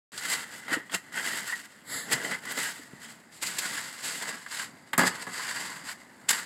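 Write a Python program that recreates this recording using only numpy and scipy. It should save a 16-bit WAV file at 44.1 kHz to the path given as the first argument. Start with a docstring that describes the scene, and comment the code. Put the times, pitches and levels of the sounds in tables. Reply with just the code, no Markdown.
"""A steel shovel mixes wet cement in a plastic cart by a wooden fence; a phone hears it over yard noise.
First the blade works deep: sand grinds, hisses, rings the steel and rumbles in the tub. The edge bites
gravel, squeaks by stick-slip and thuds on the tub. Near 2 s cement slides along the steel with a swish.
From 3 s the strokes run shallower. At 5 s the blade knocks hard on the tub and shakes sand loose.
A long skimming stroke follows, then a last sharp bite at 6.3 s."""
import sys
import numpy as np
from scipy import signal
from scipy.fft import rfft, irfft
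from scipy.io import wavfile
from scipy.ndimage import uniform_filter1d, map_coordinates

SR = 44100
rng = np.random.default_rng(int(sys.argv[2]) if len(sys.argv) > 2 else 0)


def store_wav(level_fs):
    """Save 16-bit WAV to argv[1]."""
    pcm = np.round(np.clip(np.atleast_2d(level_fs), -1, 1) * 32767)
    wavfile.write(sys.argv[1], SR, pcm.T.astype(np.int16))


N = 284445
TIME_S = np.arange(N) / SR

# shovel pushes: (start [s], push [s], release [s], blade drive [dB], sand [dB re blade], tub [dB re blade])
STROKES = [ (0.1, 0.086, .06, -46.5, -0.5, -14), (0.159, .21, 0.061, -33, -3, -14.5),
           (0.48, 0.11, 0.1, -44.5, -2, -13), (0.65, 0.13, 0.04, -41, -13, -5),
           (1.116, 0.09, 0.023, -33, -6.5, -13.5), (1.19, 0.18, 0.056, -32.5, -1.5, -13),
           (1.42, 0.12, 0.076, -39.5, -1, -20), (2.039, 0.27, 0.051, -35.5, -3.5, -3.5),
           (2.39, 0.15, 0.059, -41, -6, -8.5), (2.54, 0.1, 0.099, -34, -0.5, -12.5),
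           (2.98, 0.13, 0.038, -47.5, -1.5, -20), (3.31, 0.073, .02, -59.5, 10, -16),
           (3.41, 0.038, 0.29, -35.5, 1, -12.5), (3.585, 0.11, 0.26, -34.5, -2, -17.5),
           (4.02, 0.051, 0.16, -36.5, 3.5, -10.5), (4.19, 0.15, 0.064, -36.5, -9.5, -12.5),
           (4.474, 0.16, 0.022, -35.5, -0.5, -21), (5.23, 0.39, 0.15, -34, -4, -18.5),
           (5.835, 0.094, 0.005, -36, -3.5, -33), (6.283, 0.11, 0.035, -33, -2, -17.5)]
# edge bites gravel: (peak [s], rise [s], blade drive [dB], sand [dB re blade], tub [dB re blade])
BITES = [ (0.336, 0.037, -25.5, 2.5, -20), (0.738, 0.022, -21.5, -9, -13),
         (0.947, 0.013, -24.5, -3.5, -10.5), (2.117, 0.005, -25.5, -2, -9), (2.13, 0.0076, -24, 2, -10),
         (2.316, 0.0078, -28.5, -12, -28), (2.345, .01, -26, -10, -17), (2.517, 0.024, -31.5, -2, -10),
         (2.577, 0.0093, -35.5, 1.5, 2), (3.427, 0.0037, -32.5, 5.5, -10), (3.471, 0.023, -42.5, 14.5, -7),
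         (3.588, 0.0031, -32, 11.5, -11), (4.228, 0.012, -25, -5, -13.5), (4.294, 0.011, -36, 4, -4),
         (4.601, 0.009, -27, -8, -35), (5.077, 0.018, -24, 1.5, -9), (5.156, 0.0099, -37.5, 0, -20),
         (5.227, 0.02, -35, 0.5, -7), (6.291, 0.0021, -19, 4.5, -34), (6.305, 0.003, -17, 0, -17.5),
         (6.332, 0.0061, -23, -1, -18)]
# drive between pushes: (blade [dB], sand [dB], tub [dB])
REST_DRIVE_DB = (-57.5, -62, -66.5)
# blade depth in the mix: (time [s], depth [0 skimming, 1 buried])
BLADE_DEPTH = [(.3, 0.73), (1.4, 0.83), (2.65, 0.84), (3.5, 0.33), (5.6, 0.063), (6.3, 0.38)]
# blows on stone or tub: (time [s], rattle decay [s], blade drive [dB], click drive [dB], tub drive [dB])
KNOCKS = [ (0.177, 0.017, -40, -31.5, -68), (0.682, 0.022, -29, -60, -70), (0.897, 0.0068, -34, -70, -69),
          (1.524, .009, -28.5, -39, -58), (2.453, .007, -31, -38, -50), (4.463, 0.01, -33, -69, -64),
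          (4.933, 0.0083, -17.5, -47, -38), (4.979, 0.02, -17, -27, -23.5), (4.992, 0.008, -14.5, -27, -24),
          (5.0135, 0.005, -19, -42, -26), (5.0335, 0.012, -22.5, -34, -24.5), (5.268, 0.014, -31, -50, -39)]
# sharp bright clicks from stones on the edge and from the hard knock: (time [s], drive [dB])
BRIGHT_CLICKS = [(.331, -21), (2.52, -21), (3.585, -22), (4.932, -24), (4.979, -7), (6.307, -8)]
# blade stick-slip: (time [s], pitch [Hz], fade [s], level [dB])
SQUEAKS = [(0.897, 3310, 0.008, -39), (0.92, 3230, .007, -29), (0.943, 2830, 0.008, -22.5),
           (1.499, 1860, .01, -33), (1.528, 1905, 0.02, -27.5), (3.05, 3240, 0.094, -47.5)]
# blade or wet lump bumps the tub: (time [s], pitch [Hz], decay [s], level [dB])
THUDS = [(.717, 305, 0.0034, -25.5), (0.768, 300, 0.0029, -25), (.945, 104, .008, -52),
         (1.273, 236, 0.0051, -39), (2.134, 137, .005, -34.5), (2.791, 294, 0.0046, -41.5),
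         (2.934, 222, 0.0015, -34)]
# plastic tub modes: (frequency [Hz], level [dB], t60 [s])
TUB_MODES = [(118, -12, .25), (183, 0, .26), (259, -.5, .16), (361, -2, .3), (431, -6, .25), (549, -9, .28),
             (734, -6, .24), (838, -6, .25)]
# free steel blade modes: (frequency [Hz], level [dB], t60 [s])
BLADE_MODES = [(958, 0, .2), (1125, 0, .14), (1195, -5, .3), (1260, 0, .3), (1430, -5, .2), (1680, 3, .18),
               (2040, -6, .2), (3300, -6, .06), (4750, -4, .06)]
# broad blade resonances while scraping: (frequency [Hz], buried [dB], skimming [dB])
SCRAPE_RESONANCES = [(1052, -28, -10.5), (1440, -6.5, -17.5), (1642, -9, -11.5), (1930, -5.5, -16),
                     (2830, -10, -15), (3130, 0, -33), (4700, -28, -6.5)]
# distant outdoor noise: (frequency [Hz], level [dB])
YARD_SPECTRUM = [(25, -36), (70, -2), (130, -1), (230, 5.5), (450, -4.5), (900, -2), (2000, -9),
                 (5000, -25.5), (16000, -19)]
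# tub rumble: (frequency [Hz], level [dB])
RUMBLE_SPECTRUM = [(30, 0.5), (90, -24.5), (180, 0.5), (320, -2.5), (600, -2.5), (1100, -7.5), (3000, -87)]
# blade grinding: (frequency [Hz], level [dB])
GRIND_SPECTRUM = [(200, -37.5), (550, -9), (900, 1.5), (1600, 5), (2200, -1), (3200, 0.5), (6000, -16.5)]
# sand hiss: (frequency [Hz], level [dB])
HISS_SPECTRUM = [(900, -28.5), (2000, -4), (3000, 5.5), (8000, 1.5), (16000, -9.5)]
# cement slipping on steel: (frequency [Hz], level [dB])
SWISH_SPECTRUM = [(300, -3.5), (900, -6), (1500, 1.5), (2050, 7), (3000, 5), (4200, 2), (11000, 1),
                  (16000, -1.5)]
# microphone bass roll-off and port resonances: (frequency [Hz], gain [dB])
MIC_RESPONSE = [(35, -22.5), (120, 0), (1150, -3.5), (1520, -1.5), (2080, 3.5), (2370, -5), (3200, -9.5),
                (3900, -8), (4850, -4.5), (5850, -13), (7600, -0.5), (9500, -9), (11300, -5.5),
                (12900, -15), (14200, -10.5), (16000, -23)]


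def undb(db):
    """Decibels to gain."""
    return 10 ** (np.asarray(db) / 20)


def unit_rms(x):
    """Scale to rms 1."""
    return x / np.sqrt(np.mean(x ** 2))


def unit_energy(response):
    """Scale to energy 1."""
    return response / np.sqrt(np.sum(response ** 2))


def convolve(x, response):
    """Apply an impulse response."""
    return signal.fftconvolve(x, response)[:N]


def colour(spectrum, size=2048):
    """Minimum-phase impulse response of a spectrum."""
    hz, db = np.transpose(spectrum)
    bins_hz = np.maximum(np.arange(size // 2 + 1) * SR / size, 1)
    cepstrum = irfft(np.log(undb(np.interp(np.log(bins_hz), np.log(hz), db))))
    cepstrum[1:size // 2] *= 2
    cepstrum[size // 2 + 1:] = 0
    return irfft(np.exp(rfft(cepstrum)))


def shaped(x, spectrum):
    """Filter by a spectrum at unit energy."""
    return convolve(x, unit_energy(colour(spectrum)))


def walk(rate_hz):
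    """Smooth random drift, spread near 1."""
    hold = max(int(SR / rate_hz), 1)
    steps = np.repeat(rng.standard_normal(N // hold + 1), hold)
    return 1.2 * uniform_filter1d(steps, hold)[:N]


def grit(per_s, spread_db):
    """Grains cracking under steel: random clicks of uneven size."""
    clicks = (rng.random(N) < per_s / SR) * np.sign(rng.standard_normal(N))
    return unit_rms(clicks * undb(spread_db * rng.standard_normal(N)))


def swell(at_s, rise_s, fall_s):
    """Force with exponential rise and fall."""
    return np.exp(-np.maximum((at_s - TIME_S) / rise_s, (TIME_S - at_s) / fall_s))


def ringing(modes, damping=1):
    """Impulse response of decaying modes."""
    t = TIME_S[:SR // 2]
    ring = 0
    for k, (hz, db, t60_s) in enumerate(modes):
        decay = np.exp(-np.log(1000) * damping * t / t60_s)
        ring += (-1) ** k * undb(db) * np.cos(2 * np.pi * hz * t) * decay
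    return unit_energy(ring)


def yard(level_db=-53, wander_db=2.5):
    """Distant outdoor noise, level drifting."""
    noise = unit_rms(shaped(rng.standard_normal(N), YARD_SPECTRUM))
    return noise * undb(level_db + wander_db * walk(rate_hz=4.38))


def fence(x, t60_s=0.19, wet_db=-12, lag_s=0.0026):
    """Add scattered echoes from tub walls and fence boards."""
    t = TIME_S[:SR // 2]
    echoes = rng.standard_normal(len(t)) * (t > lag_s) * np.exp(-np.log(1000) * t / t60_s)
    return x + undb(wet_db) * convolve(x, unit_energy(echoes))


def thudding(overtone_ratio=1.505, overtone_db=-8):
    """Soft blows on the tub: two wall modes, smothered by cement within a few cycles."""
    thuds = 0
    for at_s, hz, decay_s, db in THUDS:
        age_s = np.maximum(TIME_S - at_s, 0)
        phase = 2 * np.pi * hz * age_s
        modes = np.sin(phase) + undb(overtone_db) * np.sin(overtone_ratio * phase)
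        thuds += undb(db) * age_s / decay_s * np.exp(1 - age_s / decay_s) * modes
    return thuds


def squeaking(pitch_waver=0.0357):
    """Stick-slip bursts of unsteady pitch: quick catch, slower fade."""
    clock_s = np.cumsum(1 + pitch_waver * walk(rate_hz=360)) / SR
    squeaks = 0
    for at_s, hz, fade_s, db in SQUEAKS:
        envelope = np.exp(-(np.maximum(4 * (at_s - TIME_S), TIME_S - at_s) / fade_s) ** 2)
        squeaks += undb(db) * envelope * np.sin(2 * np.pi * hz * clock_s)
    return squeaks


def sliding(level_db=-28.5, at_s=1.945, rise_s=.055, fall_s=.095, sink_per_s=.3):
    """Cement slips along the steel: a hollow swish with broad, evenly spaced humps, sinking slightly."""
    dip_hz, spacing_hz = 2520, 3350
    hz = np.arange(N // 2 + 1) * SR / N
    humps = np.hypot(np.sin(np.pi * (hz - dip_hz) / spacing_hz), .1)
    swish = irfft(rfft(shaped(rng.standard_normal(N), SWISH_SPECTRUM)) * humps, N)
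    age_s = TIME_S - at_s
    sinking = map_coordinates(swish, [(TIME_S - sink_per_s * age_s ** 2 / 2) * SR])
    envelope = np.exp(-(age_s / np.where(age_s < 0, rise_s, fall_s)) ** 2)
    return undb(level_db) * envelope * sinking / np.std(swish)


def knocking(blade_db=-2, click_db=4, tub_db=-1, blade_ring_db=4.5, tub_ring_db=2.5):
    """Steel hits with a short rattle; the share reaching the tub rings both tub and blade."""
    force = sum(undb(db)[:, None] * swell(at_s, 0.00048, fall_s) for at_s, fall_s, *db in KNOCKS)
    blade, click, tub = force * grit(per_s=6000, spread_db=2)
    blows = np.zeros(N)
    for at_s, fall_s, _, _, db in KNOCKS:
        blows[int(at_s * SR)] = undb(db) * np.sqrt(fall_s * SR / 2)  # energy of the tub's rattle
    clank = undb(blade_db) * shaped(blade, GRIND_SPECTRUM)
    clank += undb(blade_ring_db) * convolve(blows, ringing(BLADE_MODES))
    thump = undb(tub_db) * shaped(tub, RUMBLE_SPECTRUM)
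    thump += undb(tub_ring_db) * convolve(blows, ringing(TUB_MODES))
    return clank + thump + undb(click_db) * shaped(click, HISS_SPECTRUM)


def depth():
    """Blade depth over time, 0 to 1."""
    return np.interp(TIME_S, *np.transpose(BLADE_DEPTH))


def push(start_s, length_s, release_s, attack_share=0.53):
    """Force of one stroke: build, hold, release."""
    age_s = np.maximum(TIME_S - start_s, 0)
    attack = np.sin(np.pi / 2 * np.minimum(age_s / (attack_share * length_s), 1))
    return attack * np.exp(-np.maximum(age_s - length_s, 0) / release_s)


def effort(bite_fall_s=0.011, shake_db=-11, shake_rise_s=0.00062, shake_fall_s=0.11):
    """Blade, sand and tub drives: power sum of strokes, bites and sand shaken by the hardest knock."""
    forces = [(push(*stroke[:3]), *stroke[3:]) for stroke in STROKES]
    forces += [(swell(at_s, rise_s, bite_fall_s), *db) for at_s, rise_s, *db in BITES]
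    at_s, _, blade_db, click_db, tub_db = max(KNOCKS, key=lambda knock: knock[2])
    shake = swell(at_s, shake_rise_s, shake_fall_s)
    forces.append((shake, blade_db + shake_db, click_db - blade_db, tub_db - blade_db))
    power = sum((undb([db, db + sand, db + tub])[:, None] * force) ** 2 for force, db, sand, tub in forces)
    return np.sqrt(power + undb(REST_DRIVE_DB)[:, None] ** 2)


def judder():
    """The blade catches and slips: lurches growing with depth, plus fast chatter."""
    lurch_db = (1 + depth()) * walk(rate_hz=45)
    chatter_db = 1.3 * walk(rate_hz=200)
    return undb(lurch_db + chatter_db)


def ticking(drive, tick_db=2.5, highpass_hz=8500, click_rise_s=0.00027, click_fall_s=0.0058):
    """Small stones tick on the steel, louder with depth; stones and the hard knock add bright clicks."""
    ticks = undb(tick_db) * drive * np.sqrt(depth()) * grit(per_s=350, spread_db=3)
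    force = sum(undb(db) * swell(at_s, click_rise_s, click_fall_s) for at_s, db in BRIGHT_CLICKS)
    clicks = force * grit(per_s=6000, spread_db=3)
    return signal.sosfilt(signal.butter(2, highpass_hz, "high", fs=SR, output="sos"), ticks + clicks)


def singing(grains, relative_width=.12, flicker_db=2, warp_s=.001):
    """Grains excite blade resonances; depth sets their balance, clinging cement shifts their pitch."""
    t = TIME_S[:SR // 20]
    buried, steel = depth(), 0
    for hz, buried_db, skimming_db in SCRAPE_RESONANCES:
        gain = undb(buried * buried_db + (1 - buried) * skimming_db + flicker_db * walk(rate_hz=30))
        resonance = t * np.exp(-np.pi * relative_width * hz * t) * np.sin(2 * np.pi * hz * t)
        band = convolve(gain * grains, unit_energy(resonance))
        steel += np.interp(TIME_S + warp_s * walk(rate_hz=12), TIME_S, band)
    return steel


def grinding(grains, ring_db=-12):
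    """Each grain gives a dead crack plus blade modes damped by wet cement."""
    ring = ringing(BLADE_MODES, damping=2)
    crack = unit_energy(colour(GRIND_SPECTRUM))
    response = np.pad(crack, (0, len(ring) - len(crack))) + undb(ring_db) * ring
    return convolve(grains, unit_energy(response))


def scraping(grind_db=-5, sing_db=-1, hiss_db=3.5, pebble_db=-9):
    """Sand and pebbles under the moving blade drive steel, hiss and tub rumble."""
    blade_drive, sand_drive, tub_drive = effort() * judder()
    pebbles = undb(pebble_db) * grit(per_s=180, spread_db=2)
    grind = undb(grind_db) * grinding(blade_drive * (grit(per_s=3000, spread_db=3) + pebbles))
    coarse_grains = (grit(per_s=140, spread_db=2) + grit(per_s=2000, spread_db=3)) / np.sqrt(2)
    steel = undb(sing_db) * singing(blade_drive * coarse_grains)
    fine_grains = grit(per_s=22000, spread_db=1)
    hiss = undb(hiss_db) * shaped(sand_drive * (fine_grains + pebbles), HISS_SPECTRUM)
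    rumble = shaped(tub_drive * grit(per_s=2500, spread_db=1), RUMBLE_SPECTRUM)
    return grind + steel + hiss + rumble + ticking(sand_drive)


def scene():
    """Shovel, cart and yard; mono on two channels."""
    mono = fence(scraping() + sliding() + knocking() + squeaking() + thudding()) + yard()
    return np.array([mono, mono])


def record(dry):
    """Phone: brief opening silence, microphone response, steep low-pass."""
    start_s, lowpass_hz = .119, 15900
    heard = np.array([convolve(channel * (TIME_S > start_s), colour(MIC_RESPONSE)) for channel in dry])
    return signal.sosfilt(signal.ellip(10, .2, 80, lowpass_hz, fs=SR, output="sos"), heard)


dry = scene()
out = record(dry)
store_wav(out)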